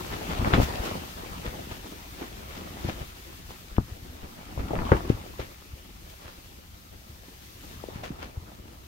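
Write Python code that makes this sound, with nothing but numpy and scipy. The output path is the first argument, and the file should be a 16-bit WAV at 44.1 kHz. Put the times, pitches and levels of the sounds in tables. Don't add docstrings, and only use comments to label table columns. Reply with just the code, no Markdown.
import sys
import numpy as np
from scipy import signal
from scipy.fft import rfft, irfft, next_fast_len
from scipy.io import wavfile
from scipy.ndimage import uniform_filter1d, map_coordinates

SR = 44100
rng = np.random.default_rng(int(sys.argv[2]) if len(sys.argv) > 2 else 0)


def generate_wav(signal):
    frames = np.transpose(np.atleast_2d(signal))
    scaled = np.clip(frames, -1, 1) * 32767
    pcm = np.round(scaled).astype(np.int16)
    wavfile.write(sys.argv[1], SR, pcm)


N = 391166

# time in seconds, strength in dB.
AIR_STRENGTH = [(0.0, -53.5), (0.27, -54.5), (0.59, -53.5), (1.21, -55.5), (2.12, -58), (2.96, -57.5),
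                (3.7, -60), (4.03, -61), (4.67, -60), (4.94, -59), (5.93, -61.5), (6.47, -61),
                (6.72, -62.5), (7.06, -61.5), (7.71, -58.5), (8.1, -64), (8.87, -63.5)]


def amp(db):
    return 10 ** (np.asarray(db) / 20)


def unit(x):
    return x / np.sqrt(np.mean(x ** 2) + 1e-20)


def along(points, hz):
    f, v = np.transpose(points)
    return np.interp(np.log(hz + 1), np.log(f + 1), v)


def curve(rows):
    s, db = np.transpose(rows)
    return np.interp(np.arange(N) / SR, s, db)


def swing_of(rows):
    db = curve(rows)
    return db - db.mean()


def wobble(rate):
    knots = rng.standard_normal(int(N * rate / SR) + 4)
    return map_coordinates(knots, [np.arange(N) * rate / SR])


def filtered(x, response):
    n = x.shape[-1]
    m = next_fast_len(n + 8192)
    return irfft(rfft(x, m) * response(np.fft.rfftfreq(m, 1 / SR)), m)[..., :n]


def add(track, s, sound):
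    start = max(round(s * SR), 0)
    room = track[:, start:start + sound.shape[-1]]
    room += sound[:, :room.shape[-1]]


def panned(pan_db):
    return amp([[pan_db / 2], [-pan_db / 2]])


def surround(pair, spectrum, tilt_db=0):
    # frequency in Hz, left-right correlation.
    likeness = [(60, 0.84), (140, 1), (290, 0.62), (640, -0.31), (1300, -0.45), (2400, -0.078),
                (7000, -0.037)]
    # frequency in Hz, left minus right in dB.
    balance = [(60, 1.5), (150, 0.5), (380, 3.5), (700, -1), (1300, 1.5), (2400, 2.5), (4400, 6), (8000, 0),
               (15000, 0.5)]
    # centre in Hz, width in Hz, lift in dB.
    hollows = [(368, 45, 2.5), (514, 20, 3.5), (840, 100, 1), (1350, 41, 1.5), (1775, 94, 2.5),
               (1984, 32, 4), (2160, 32, 2.5), (2310, 40, 3.5), (2670, 71, 2), (2880, 55, -0.5),
               (3470, 41, 2)]

    def colour(hz):
        ring_db = sum(db / (1 + (2 * (hz - centre) / width) ** 2) for centre, width, db in hollows)
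        slope_db = tilt_db * np.log2(hz / 2000 + 0.033)
        return amp(along(spectrum, hz) + ring_db + slope_db)

    def mid_side(hz):
        turn = np.arccos(np.clip(along(likeness, hz), -1, 1)) / 2
        return colour(hz) * [np.cos(turn), np.sin(turn)]

    mid, side = filtered(pair, mid_side)
    left_right = np.array([mid + side, mid - side])
    return unit(filtered(left_right, lambda hz: amp(np.outer([.5, -.5], along(balance, hz)))))


def crinkle(size, rate, spread_db, smooth):
    uneven = amp(spread_db * np.clip(rng.standard_normal(size), -2, 2))
    buckles = (rng.random(size) < rate / SR) * uneven
    rubbing = smooth * rng.standard_normal((2, size))
    return unit(buckles * rng.standard_normal((2, size))) + rubbing


def shifting(pair, depth_db):
    z = signal.stft(pair, nperseg=512)[2]
    field = rng.standard_normal(z.shape[1:])
    field = uniform_filter1d(field, size=4, axis=0)
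    field = uniform_filter1d(field, size=9, axis=1)
    return signal.istft(z * amp(depth_db * unit(field)), nperseg=512)[1][:, :N]


def jerk(t, hz, cycles):
    swing = np.sin(2 * np.pi * hz * t) * np.exp(-(2 * hz * t / cycles) ** 2)
    return swing / np.abs(swing).max()


def flap_times(push_db, crowding, count):
    due = np.cumsum(amp(crowding * push_db))
    at = np.searchsorted(due / due[-1], (np.arange(count) + rng.random(count)) / count)
    return at / SR, push_db[at]


def hiss():
    # frequency in Hz, gain in dB.
    hiss_colour = [(300, -3), (1500, -2), (4000, 4), (6500, 3), (7800, -1.5), (9000, 1), (10300, -3.5),
                   (11400, 0.5), (12300, 4), (14000, 2), (15800, 1)]
    level_db = curve(AIR_STRENGTH) + 8 + 0.73 * wobble(22)
    return amp(level_db) * surround(rng.standard_normal((2, N)), hiss_colour)


def crumples():
    # time of the crest in seconds, level in dB ahead of a common 6.5 dB lift,
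    # rise in seconds, brightness in dB per octave.
    slides = [(.135, -39, 0.03, -3), (.32, -37, 0.024, -3), (0.456, -28.5, .004, -5.5),
              (.542, -25, 0.014, -4.5), (.623, -37.5, 0.016, 4), (.856, -39.5, 0.017, 0.5),
              (1.461, -39, 0.02, -3.5), (1.719, -45.5, 0.019, -1.5), (2.229, -44.5, 0.04, -2.5),
              (2.572, -49, 0.12, -1), (2.89, -43.5, 0.052, -0.5), (3.015, -45, 0.032, -4.5),
              (3.508, -51.5, 0.021, 2), (4.24, -43, 0.017, -6), (4.597, -32.5, 0.012, -6.5),
              (4.79, -34, 0.038, -8), (4.924, -39.5, 0.011, -4), (5.096, -40.5, 0.0066, -3),
              (5.4, -41, 0.0092, -2), (6.1, -54.5, 0.016, 4.5), (6.29, -51.5, 0.082, -1.5),
              (7.955, -49, .011, -1), (8.038, -42, .003, -0.5), (8.23, -45, 0.026, -2)]
    # frequency in Hz, gain in dB.
    fold_colour = [(200, -1.5), (450, -1), (1200, 1), (2000, -2.5), (3200, -3.5), (4500, -8.5), (6700, -12),
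                   (8500, -21), (15000, -20)]
    lead, t60 = .1, 0.24
    track, t = np.zeros((2, N)), np.arange(SR // 2) / SR - lead
    for s, db, rise, tilt_db in slides:
        swell = np.exp(np.minimum(t, 0) / rise) * amp(-60 * np.maximum(t, 0) / t60)
        folds = surround(crinkle(len(t), rate=1200, spread_db=4, smooth=1.0), fold_colour, tilt_db)
        add(track, s - lead, amp(db + 6.5) * swell * folds)
    return track


def flicks(push_db):
    times, pushes = flap_times(push_db, crowding=0.8, count=72)
    rows = []
    for s, push in zip(times, pushes):
        size, pitch, place = rng.standard_normal(3)
        db = -41.5 + 1.06 * push + 1.5 * size
        hz = 900 * 2 ** (0.67 * pitch)
        pan_db = 7.5 + 2 * place
        rows.append((s, db, hz, 0.55, -4, pan_db))
    return rows


def snaps(push_db, shudder_t60=0.13, lag=0.00033):
    # time in seconds, peak of the jerk in dB ahead of panning, pitch in Hz,
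    # length in cycles, shudder against the jerk in dB ahead of a 3 dB lift, left minus right in dB.
    big_snaps = [(0.4472, -14, 1150, .6, -7, 1), (.5364, -15, 2970, 1.6, -1, 1),
                 (.5377, -8.5, 1340, 1.1, -3, 11), (0.581, -17, 330, 0.54, 2, 7),
                 (.601, -17.5, 350, 0.33, 1, 13), (.622, -20, 800, 0.44, -5, -6),
                 (.955, -29, 375, 0.89, 0, 2), (1.236, -34, 348, 1.3, -12, 4),
                 (1.449, -35, 447, 2.2, 3, -1), (1.54, -33, 550, 0.5, 2, -2), (2.215, -35, 335, 1.5, 3, 2),
                 (2.847, -31.5, 380, 0.73, 3.5, 4), (2.889, -23.5, 500, 0.59, -0.5, 2),
                 (2.897, -21.5, 1300, 0.41, -7, 6), (3.507, -35, 690, 0.95, -5, 11),
                 (3.767, -30, 1800, .55, -5, 7), (3.783, -14.5, 865, 0.88, -11, 7.5),
                 (3.785, -13.5, 160, .46, -18, 10), (4.577, -29.5, 596, .7, -2, 16),
                 (4.708, -29, 544, 0.74, 8, 14), (4.735, -20, 540, 1.07, 2, 13.5),
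                 (4.755, -24, 800, 0.27, -8, 9), (4.79, -20.5, 900, 0.48, -4, 8),
                 (4.82, -22.5, 805, .8, -5, 7), (4.918, -26, 2470, 1.3, -1, 9),
                 (4.919, -8.5, 860, 0.55, -1, 10), (4.921, -10, 406, 1.5, -0.5, -7),
                 (5.007, -29, 750, 0.5, -20, 12), (5.1025, -10, 280, 0.83, -17, 10.5),
                 (5.395, -25.5, 475, 1.64, -2, 3), (7.84, -29, 500, .75, -10, 14),
                 (7.888, -30, 420, 1.1, -10, 15), (8.0361, -29, 710, 1.4, -2, 1),
                 (8.106, -29.5, 258, 1.2, -7, -2), (8.229, -31, 900, .6, -13, -5)]
    # frequency in Hz, gain in dB.
    echo_colour = [(100, 18.5), (400, 0.5), (3000, 3), (8000, 1)]
    lead = .01
    track, t = np.zeros((2, N)), np.arange(SR // 5) / SR
    for s, db, hz, cycles, shudder_db, pan_db in [*flicks(push_db), *big_snaps]:
        crack = jerk(t - lead - np.array([[0], [lag]]), hz, cycles) * panned(pan_db)
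        echoes = surround(crinkle(len(t), rate=980, spread_db=-2.0, smooth=1.0), echo_colour)
        echoes *= amp(-60 * t / shudder_t60) * (1 - np.exp(-t / 0.00053))
        echoes /= np.linalg.norm(echoes) / np.sqrt(2)
        shudder = signal.fftconvolve(jerk(t - lead, hz, cycles)[None], echoes, axes=1)[:, :len(t)]
        add(track, s - lead, amp(db) * (crack + amp(shudder_db + 3.0) * shudder))
    return track


def pats(push_db):
    times, pushes = flap_times(push_db, crowding=0.15, count=28)
    rows = []
    for s, push in zip(times, pushes):
        size, pitch = rng.standard_normal(2)
        rows.append((s, -40.5 + 0.27 * push + 0.5 * size, 75.5 * np.exp(0.2 * pitch)))
    return rows


def thumps(push_db, sway_hz=74, sway_db=-11, cycles=0.66):
    # time in seconds, peak of the jerk in dB ahead of panning, pitch in Hz.
    big_thumps = [(0.398, -21.5, 71), (.431, -21.5, 60), (.479, -23, 65), (.536, -18, 70),
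                  (0.583, -17.5, 100), (0.6, -15, 64.6), (0.634, -19.5, 70), (0.802, -25.5, 55),
                  (1.48, -31.5, 65), (1.72, -32, 63.6), (2.851, -21.5, 103), (2.886, -25, 111),
                  (3.016, -31, 101), (3.727, -34, 40), (3.787, -17, 58), (3.924, -31.5, 69),
                  (4.031, -35, 76), (4.579, -25.5, 86), (4.645, -27.5, 65), (4.921, -10.5, 92),
                  (4.948, -17.5, 75.4), (5.104, -18, 95), (5.15, -28, 70), (5.402, -29.5, 82.5),
                  (5.738, -31.5, 67.5), (6.094, -39.5, 80), (6.262, -38.5, 80), (7.101, -39.5, 88.5),
                  (7.96, -30.5, 149), (8.378, -26, 66.6)]
    lead, sway_t60 = .03, .19
    track, t = np.zeros((2, N)), np.arange(SR // 4) / SR - lead
    after = np.maximum(t, 0)
    for s, db, hz in [*pats(push_db), *big_thumps]:
        own_hz = sway_hz * np.exp(0.254 * rng.standard_normal())
        sway = amp(sway_db - 60 * after / sway_t60) * np.sin(2 * np.pi * own_hz * after)
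        pan_db = 6.5 + 0.14 * db
        add(track, s - lead, amp(db) * panned(pan_db) * (jerk(t, hz, cycles) + sway))
    return track


def walls(push_db):
    # frequency in Hz, gain in dB.
    billow_colour = [(11, -53), (18, -3), (65, 4.5), (400, -22.5), (520, -74), (880, -120)]
    flutter_colour = [(90, -38), (170, 2), (330, -0.5), (520, -5.5), (700, -4), (1200, -9), (1900, -20.5),
                      (4000, -46.5)]
    rustle_colour = [(500, -17), (1100, -5.5), (1900, -3), (3000, -2), (4500, -8.5), (6500, -11.5),
                     (8500, -15.5), (15000, -24)]
    rattle_colour = [(300, -14), (650, 0), (900, -6.5), (1300, 5.5), (1550, -8), (2600, -11.5), (5000, -44)]
    flap = wobble(42)

    billow_db = -46.5 + 0.65 * push_db + 1.2 * wobble(14)
    billow = amp(billow_db) * surround(rng.standard_normal((2, N)), billow_colour)

    loose = shifting(crinkle(N, rate=300, spread_db=5.0, smooth=1.67), depth_db=3.0)
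    flutter_db = -48 + 1.02 * push_db + 1.4 * flap + 1.4 * wobble(85)
    flutter = amp(flutter_db) * surround(loose, flutter_colour)

    fine = shifting(crinkle(N, rate=1300, spread_db=8.5, smooth=2.47), depth_db=2.0)
    rustle_db = -52 + 0.4 * push_db + 0.88 * swing_of(AIR_STRENGTH) + 0.52 * flap
    rustle = amp(rustle_db) * surround(fine, rustle_colour)

    ticks = shifting(crinkle(N, rate=400, spread_db=7.5, smooth=1.0), depth_db=4.0)
    rattle_db = -58.5 + push_db + 0.61 * wobble(40)
    rattle = amp(rattle_db) * surround(ticks, rattle_colour)
    return billow + flutter + rustle + rattle


def scene():
    # time in seconds, strength in dB (used about its average).
    gusts = [(0.0, -43.5), (0.15, -42), (0.49, -35), (0.84, -38), (1.14, -46.5), (1.53, -46), (2.05, -52),
             (2.54, -49), (2.86, -43.5), (3.01, -51), (3.21, -54), (3.56, -55), (3.93, -53), (4.25, -54),
             (4.62, -47), (4.79, -39.5), (4.96, -38), (5.11, -47), (5.56, -55.5), (6.6, -58), (7.36, -59),
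             (7.58, -56.5), (7.78, -51), (8.08, -50), (8.35, -55), (8.87, -56.5)]
    push_db = swing_of(gusts)
    return hiss() + crumples() + snaps(push_db) + thumps(push_db) + walls(push_db)


def record(dry):
    return filtered(dry, lambda hz: 1j * hz / (1j * hz + 18) * (hz < 15800))


dry = scene()
out = record(dry)
generate_wav(out)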